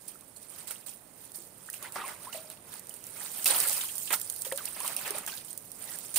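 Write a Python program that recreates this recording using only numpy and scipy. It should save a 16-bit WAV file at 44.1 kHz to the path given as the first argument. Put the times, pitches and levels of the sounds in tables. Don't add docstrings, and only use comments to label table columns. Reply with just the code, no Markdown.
import sys
import numpy as np
from scipy import signal
from scipy.fft import rfft, irfft, next_fast_len
from scipy.io import wavfile
from scipy.ndimage import map_coordinates

SR = 44100
rng = np.random.default_rng(int(sys.argv[2]) if len(sys.argv) > 2 else 0)


def log_audio(samples):
    frames = np.atleast_2d(samples).T
    limited = np.clip(frames, -1, 1)
    pcm = np.round(limited * 32767).astype(np.int16)
    wavfile.write(sys.argv[1], SR, pcm)


N = 272538

# time_s, level_db, left_minus_right_db
AIR_LEVELS = [(0.0, -59, -7.5), (1.2, -58.5, -10), (2.1, -57, -4), (2.9, -55.5, -5.5), (3.7, -56, -1.5),
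              (5.1, -55, -3), (5.7, -55.5, -5.5), (6.18, -54, -4)]
# freq_hz, gain_db
RUMBLE_SPECTRUM = [(20, -19), (35, -7), (65, -15.5), (100, -2.5), (135, -2.5), (200, -2), (350, -4.5),
                   (600, -5.5), (1100, -14.5), (2000, -21), (6000, -32), (10000, -25.5)]
# freq_hz, correlation
RUMBLE_CORRELATION = [(30, 0.37), (100, 1), (500, 0.46), (2000, 0.043)]
# time_s, left_minus_right_db
WATER_PAN = [(0.0, -4), (0.6, -2), (2.1, -1.5), (3.2, -1.5), (3.4, 2), (3.85, 5), (3.98, -1), (5.15, 0.5),
             (5.5, -1.5)]
# freq_hz, gain_db
SPRAY_SPECTRUM = [(200, -68), (2000, -18.5), (4500, -5.5), (6500, -5.5), (9000, -2), (11500, -1),
                  (13500, 0), (15500, 2)]
PATTER_SPECTRUM = [(100, -60), (800, -22), (1800, -7.5), (2700, -1), (4000, -2), (6000, -7.5),
                   (9000, -21.5), (15000, -5)]
SLOSH_SPECTRUM = [(40, -55), (150, -38), (300, -3), (430, -4), (600, 1), (850, 2), (1350, -0.5),
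                  (2000, -2.5), (3200, -10.5), (7000, -22)]
# spray_db, patter_db, slosh_db
CLOTH_TRICKLE_DB = [-63, -76.5, -70]
# start_s, spray_db, patter_db, slosh_db, rise_s, t60_s
WATER_SLAPS = [(0.078, -47, -53.5, -70, .002, 0.11), (0.361, -48.5, -58, -77, .002, 0.092),
               (0.672, -42.5, -49, -54, 0.00091, 0.56), (0.706, -38, -43, -45, 0.0027, 0.09),
               (0.861, -41, -54.5, -59.5, 0.0024, 0.35), (1.338, -44, -64, -65, .008, 0.44),
               (1.736, -43.5, -49.5, -55, .002, 0.24), (1.957, -61, -55, -33.5, .001, 0.36),
               (2.324, -42, -44.5, -48, 0.0035, 0.37), (2.5, -50, -51.5, -53, .002, 0.23),
               (3.81, -41, -35, -46, 0.0017, 0.1), (3.833, -29, -54, -40, 0.0027, 0.073),
               (3.886, -48, -41.5, -62, 0.0017, 0.12), (4.072, -51, -41.5, -63, .002, 0.23),
               (4.104, -42, -34, -30, .002, 0.19), (4.12, -23, -33, -31.5, 0.019, 0.065),
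               (4.447, -40.5, -41.5, -46, .002, 0.2), (4.518, -45, -43, -31.5, .007, 0.024),
               (4.576, -56, -47, -45.5, .003, 0.24), (4.761, -54, -64, -42, 0.0035, 0.28),
               (4.965, -47, -42, -56, 0.0032, 0.22), (5.274, -38, -42, -38.5, 0.0018, 0.18),
               (6.14, -36.5, -50, -63, 0.0025, .25)]
# start_s, relative_db
NEAR_DROPS = [(0.0818, -26), (0.2089, -33.5), (0.4286, -32), (1.3184, -30.5), (1.42, -35), (1.7, -21.5),
              (1.73, -26), (1.8265, -21), (1.922, -23.5), (2.0793, -24), (2.5004, -26), (2.5247, -34),
              (2.739, -26.5), (2.7945, -27), (2.87, -31), (2.8938, -26.5), (2.9396, -28), (3.04, -27.5),
              (3.0672, -24.5), (3.444, -12), (3.458, -10), (3.587, -14), (3.6018, -7.5), (3.6958, -9.5),
              (3.955, -20), (3.9809, -16.5), (4.198, -23), (4.214, -14.5), (4.2989, -12.5), (4.362, -20),
              (4.4194, -15), (4.5227, -20), (4.559, -22), (4.5748, -17), (4.6547, -13), (4.803, -15.5),
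              (4.8771, -12), (4.9648, -14.5), (5.0775, -20), (5.1061, -15), (5.1833, -17), (5.2638, -18),
              (5.3522, -29), (5.4475, -29), (5.5295, -25), (5.5762, -20.5), (5.7169, -26), (5.987, -20.5)]
# freq_hz, gain_db
DROP_SPECTRUM = [(80, -45), (500, -31), (2500, -23), (4500, -10), (7000, -9.5), (9500, -5.5), (14000, -3.5)]
# peak_s, spray_db, slosh_db, width_s
CLOTH_SWISHES = [(0.104, -55.5, -67, 0.12), (0.433, -55.5, -79, 0.066), (0.588, -49.5, -56.5, 0.11),
                 (1.245, -56, -67, 0.11), (1.45, -58, -72, 0.094), (1.695, -53.5, -64, 0.12),
                 (2.46, -55, -63, 0.12), (2.742, -49, -54, 0.078), (2.923, -53, -64, 0.11),
                 (3.08, -51.5, -61.5, 0.1), (3.234, -44.5, -50, 0.11), (3.42, -39.5, -51.5, 0.16),
                 (4.02, -41.5, -80, 0.041), (5.497, -47, -64, .045), (5.835, -47, -56.5, 0.068),
                 (5.92, -43.5, -50, 0.078), (6.075, -47.5, -62.5, 0.18)]
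# start_s, pitch_hz, relative_db, glide_oct_per_s, t60_s
BUBBLE_AND_BOWL_RINGS = [(0.155, 1330, -51.5, 5, .035), (0.223, 1110, -50, 4, 0.029),
                         (0.362, 4300, -45, 3, .018), (0.706, 1390, -35, 4.5, 0.021),
                         (1.385, 336, -47.5, 1, .12), (1.687, 1240, -32.5, 140, 0.033),
                         (1.738, 2710, -37, 5, 0.02), (1.823, 1100, -39, 6.8, .05),
                         (1.845, 1410, -41, 12, .07), (1.858, 2040, -42, 4, .05),
                         (2.016, 1210, -28, 2, 0.04), (2.039, 1062, -27, 0.82, 0.053),
                         (2.198, 960, -50, 16, .16), (2.27, 925, -38.5, 18, .14), (2.33, 2800, -35, 5, .03),
                         (2.346, 659, -32, 0.46, .1), (2.371, 626, -40.5, 1.4, 0.19),
                         (2.445, 623, -51, 0.64, .5), (2.908, 2950, -46, 3, .025),
                         (3.461, 2650, -22, 2, .02), (3.5, 513, -35, 2, 0.1), (3.525, 770, -36, 2, .054),
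                         (4.135, 1350, -22.5, 2, 0.033), (4.466, 513, -35.5, 1.7, .085),
                         (4.516, 1890, -29, 1.4, 0.02), (4.522, 525, -27, 2.9, 0.12),
                         (4.59, 1530, -39.5, 2.5, .034), (4.605, 1180, -36.5, 10, 0.034),
                         (4.805, 970, -33.5, 10.7, 0.073), (4.846, 1056, -33, 5, 0.057),
                         (4.898, 660, -33.5, 2, 0.052), (5.105, 411, -32, .8, 0.071),
                         (5.147, 596, -37, 1.3, 0.11), (5.165, 786, -40, 4.1, .09),
                         (5.326, 1532, -44, 3, .11), (5.89, 1900, -43, 4, .04)]
# peak_s, spray_db, patter_db, slosh_db, width_s
BOWL_STROKES = [(1.848, -51, -52.5, -46, 0.055), (1.953, -45.5, -52, -51, 0.028),
                (2.084, -48, -56, -44, .085), (2.255, -51, -57.5, -54, 0.082),
                (4.67, -44, -51.5, -51, 0.084), (4.873, -40.5, -42.5, -43, .1),
                (5.002, -42.5, -51, -52, .06), (5.073, -42, -43.5, -40, 0.062),
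                (5.17, -42.5, -46.5, -41.5, 0.048), (5.23, -58, -66, -48, .045),
                (5.346, -47, -47.5, -56.5, 0.081)]
# start_s, spray_db, patter_db, slosh_db
BOWL_POURS = [(3.457, -22.5, -26, -37), (6.159, -23, -31.5, -40.5)]
GUSH_DB, GUSH_SAG_DB_PER_S = [-29, -40, -32.5], [11.5, 13, 48.5]
CLOTH_RUNOFF_DB = [-38, -55, -54]
# freq_hz, gain_db
LEFT_PORT_RESPONSE = [(500, -1.5), (3000, 1), (6000, -3.5), (9000, -4.5), (11000, -2.5), (13300, 1),
                      (15500, -2)]
RIGHT_PORT_RESPONSE = [(500, -3.5), (3000, 2.5), (6000, 4.5), (7600, 8.5), (9100, 16), (10600, 7.5),
                       (12500, 4), (14000, 5), (15300, 5)]


def amp(db):
    return 10 ** (np.asarray(db) / 20)


def unit(x):
    return x / np.sqrt(np.mean(x ** 2) + 1e-20)


def along(points, hz):
    freq_hz, values = np.transpose(points)
    return np.interp(np.log(hz + 1), np.log(freq_hz + 1), values)


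def curves(rows):
    time_s, *columns = np.transpose(rows)
    return [np.interp(np.arange(N) / SR, time_s, column) for column in columns]


def wobble(rate_hz):
    knots = rng.standard_normal(int(N * rate_hz / SR) + 4)
    return map_coordinates(knots, [np.arange(N) * rate_hz / SR])


def filtered(x, response):
    size = next_fast_len(N + 8192)
    return irfft(rfft(x, size) * response(np.fft.rfftfreq(size, 1 / SR)), size)[..., :N]


def panned(x, lean_db):
    return x * amp(np.array([[1], [-1]]) * lean_db / 2)


def add(track, start_s, sound):
    part = track[..., max(0, round(start_s * SR)):][..., :sound.shape[-1]]
    part += sound[..., :part.shape[-1]]


def swell(t, rise_s, t60_s):
    return np.minimum(t / rise_s, 1) * amp(-60 * np.maximum(t - rise_s, 0) / t60_s)


def surges(rows):
    power, t = np.zeros((3, N)), np.arange(N) / SR
    for peak_s, *levels_db, width_s in rows:
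        near_s = t[abs(t - peak_s) < .5]
        hump = 1 / np.cosh(np.clip(2 * (near_s - peak_s) / width_s, -20, 20))
        add(power, near_s[0], np.outer(amp(levels_db), hump) ** 2)
    return power


def rumble():
    def mid_side_gains(hz):
        angle = np.arccos(np.clip(along(RUMBLE_CORRELATION, hz), -1, 1)) / 2
        return amp(along(RUMBLE_SPECTRUM, hz)) * [np.cos(angle), np.sin(angle)]
    mid, side = filtered(rng.standard_normal((2, N)), mid_side_gains)
    return unit(np.array([mid + side, mid - side]))


def air():
    level_db, lean_db = curves(AIR_LEVELS)
    return panned(amp(level_db) * rumble(), lean_db)


def trickle(unrest_db=.4):
    return np.outer(amp(CLOTH_TRICKLE_DB), amp(unrest_db * wobble(rate_hz=20))) ** 2


def bubble_cloud(count, low_hz, high_hz, decay_cycles, spread_db, port_lag_s, samples):
    when, pitch, strength, bearing = rng.random((count, 4)).T[:, :, None]
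    hz = low_hz + (high_hz - low_hz) * pitch
    gain = amp(-spread_db * np.log(1 - .97 * strength)) * hz ** .75
    index = (when * N).astype(int) + np.arange(samples)
    ports = []
    for side in (1, -1):
        delay_s = port_lag_s * (1 + side * (2 * bearing - 1)) / 2
        t = np.maximum(np.arange(samples) / SR - delay_s, 0)
        age = t * hz / decay_cycles
        ring = gain * np.exp(-age) * np.sin(2 * np.pi * hz * t * (1 + .03 * np.minimum(age, 4)))
        ports.append(np.bincount(index.ravel(), ring.ravel(), N + samples)[:N])
    return unit(np.array(ports))


def noise_pair(correlation):
    angle = np.arccos(correlation) / 2
    mid, side = rng.standard_normal((2, N)) * [[np.cos(angle)], [np.sin(angle)]]
    return np.array([mid + side, mid - side])


def swarms(x, depth_db, knee_hz=500, life_s=.018):
    hz, t, spectrum = signal.stft(x, SR, nperseg=512)
    grid = np.array(np.meshgrid(np.log1p(hz / knee_hz) * 4, t / life_s, indexing="ij"))
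    humps = map_coordinates(rng.standard_normal((40, 800)), grid, mode="mirror")
    return signal.istft(spectrum * amp(depth_db * humps), SR, nperseg=512)[1][:, :N]


def water(flow, cloud, spectrum, wash_db, correlation, clump_db, swarm_db, crowding=.068):
    tint = lambda hz: amp(along(spectrum, hz))
    bubbles = unit(filtered(cloud, tint))
    wash = unit(filtered(noise_pair(correlation), tint))
    wash_gain = amp(wash_db) * unit(flow) ** crowding
    mix = (bubbles + wash_gain * wash) / np.hypot(1, wash_gain)
    return flow * unit(swarms(mix, swarm_db) * amp(clump_db * wobble(rate_hz=130)))


def splashing(spray, patter, slosh):
    fine = bubble_cloud(5000, 3850, 14200, decay_cycles=3, spread_db=.5, port_lag_s=.00016, samples=64)
    medium = bubble_cloud(3000, 1687, 7310, decay_cycles=5.6, spread_db=2.5, port_lag_s=.00018,
                          samples=256)
    coarse = bubble_cloud(2000, 325, 2597, decay_cycles=3.16, spread_db=2.5, port_lag_s=.00037,
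                          samples=800)
    return (water(spray, fine, SPRAY_SPECTRUM, wash_db=2.5, correlation=.15, clump_db=1.13,
                  swarm_db=2.07)
            + water(patter, medium, PATTER_SPECTRUM, wash_db=2, correlation=.44, clump_db=1.63,
                    swarm_db=3)
            + water(slosh, coarse, SLOSH_SPECTRUM, wash_db=4.5, correlation=.7, clump_db=-.4,
                    swarm_db=3))


def water_weight(slosh, gain_db=-41.5, db_per_slosh_db=.35):
    return amp(gain_db) * slosh ** db_per_slosh_db * rumble()


def scatter(x, gain_db=-13):
    t = np.arange(SR // 10) / SR
    tail = rng.standard_normal((2, len(t))) * swell(t, rise_s=.002, t60_s=.06)
    return amp(gain_db) * signal.fftconvolve(x, tail / np.linalg.norm(tail[0]), axes=1)[:, :N]


def slaps():
    power, t = np.zeros((3, N)), np.arange(SR // 2) / SR
    for start_s, *levels_db, rise_s, t60_s in WATER_SLAPS:
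        add(power, start_s, np.outer(amp(levels_db), swell(t, rise_s, t60_s)) ** 2)
    return power


def drops(gain_db=-5, ring_db=-5, ring_hz=8800, crack_db=-2, mist_db=-20, rise_s=.00087):
    track, t = np.zeros((2, N)), np.arange(SR // 10) / SR
    crack = amp(crack_db) * swell(t, rise_s, t60_s=.011)
    mist = amp(mist_db) * swell(t, rise_s, t60_s=.09)
    for start_s, relative_db in NEAR_DROPS:
        hz = ring_hz * 2 ** rng.uniform(-.47, .31)
        ring = amp(ring_db) * np.sin(2 * np.pi * hz * t) * swell(t, rise_s, t60_s=.003)
        hiss = unit(rng.standard_normal(len(t)) + rng.standard_normal((2, len(t))))
        add(track, start_s, amp(relative_db + gain_db) * (ring + (crack + mist) * hiss))
    return filtered(track, lambda hz: amp(along(DROP_SPECTRUM, hz)))


def swishes(patter_offset_db=-5):
    return surges((peak_s, spray_db, (spray_db + slosh_db) / 2 + patter_offset_db, slosh_db, width_s)
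                  for peak_s, spray_db, slosh_db, width_s in CLOTH_SWISHES)


def gulps_and_bowl_ring(gain_db=1, attack_s=.00068, max_glide_oct=.6):
    track, t = np.zeros(N), np.arange(SR // 4) / SR
    waver = 1 + .018 * wobble(rate_hz=180)
    for start_s, pitch_hz, relative_db, glide_oct_per_s, t60_s in BUBBLE_AND_BOWL_RINGS:
        glide_oct = np.minimum(glide_oct_per_s * t, max_glide_oct)
        hz = pitch_hz * 2 ** glide_oct * waver[round(start_s * SR):][:len(t)]
        ring = np.sin(2 * np.pi * np.cumsum(hz) / SR) * (1 - np.exp(-t / attack_s))
        add(track, start_s, amp(relative_db + gain_db - 60 * t / t60_s) * ring)
    return track * (1 + .3 * wobble(rate_hz=350))


def scoops():
    return surges(BOWL_STROKES)


def pours(gush_rise_s=.056, gush_hold_s=.33, gush_t60_s=.5, runoff_sag_db_per_s=8):
    power = np.zeros((3, N))
    for start_s, *levels_db in BOWL_POURS:
        t = np.arange(N - round(start_s * SR)) / SR
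        landing = np.outer(amp(levels_db), swell(t, rise_s=.001, t60_s=.24))
        onset = np.minimum(t / gush_rise_s, 1)
        emptied_db = 60 * np.maximum(t - gush_hold_s, 0) / gush_t60_s
        gush = onset * amp(GUSH_DB)[:, None] * amp(-np.outer(GUSH_SAG_DB_PER_S, t) - emptied_db)
        runoff = onset * np.outer(amp(CLOTH_RUNOFF_DB), amp(-runoff_sag_db_per_s * t))
        add(power, start_s, landing ** 2 + gush ** 2 + runoff ** 2)
    return power


def scene():
    spray, patter, slosh = np.sqrt(trickle() + slaps() + swishes() + scoops() + pours())
    weight = water_weight(slosh)
    lean_db, = curves(WATER_PAN)
    bath = panned(splashing(spray, patter, slosh) + drops() + gulps_and_bowl_ring() + weight, lean_db)
    return bath + scatter(bath) + air()


def record(dry, cutoff_hz=15650, edge_hz=200):
    ports = filtered(dry, lambda hz: amp([along(LEFT_PORT_RESPONSE, hz), along(RIGHT_PORT_RESPONSE, hz)]))
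    return filtered(ports, lambda hz: np.clip((cutoff_hz - hz) / edge_hz + .5, 0, 1))


dry = scene()
out = record(dry)
log_audio(out)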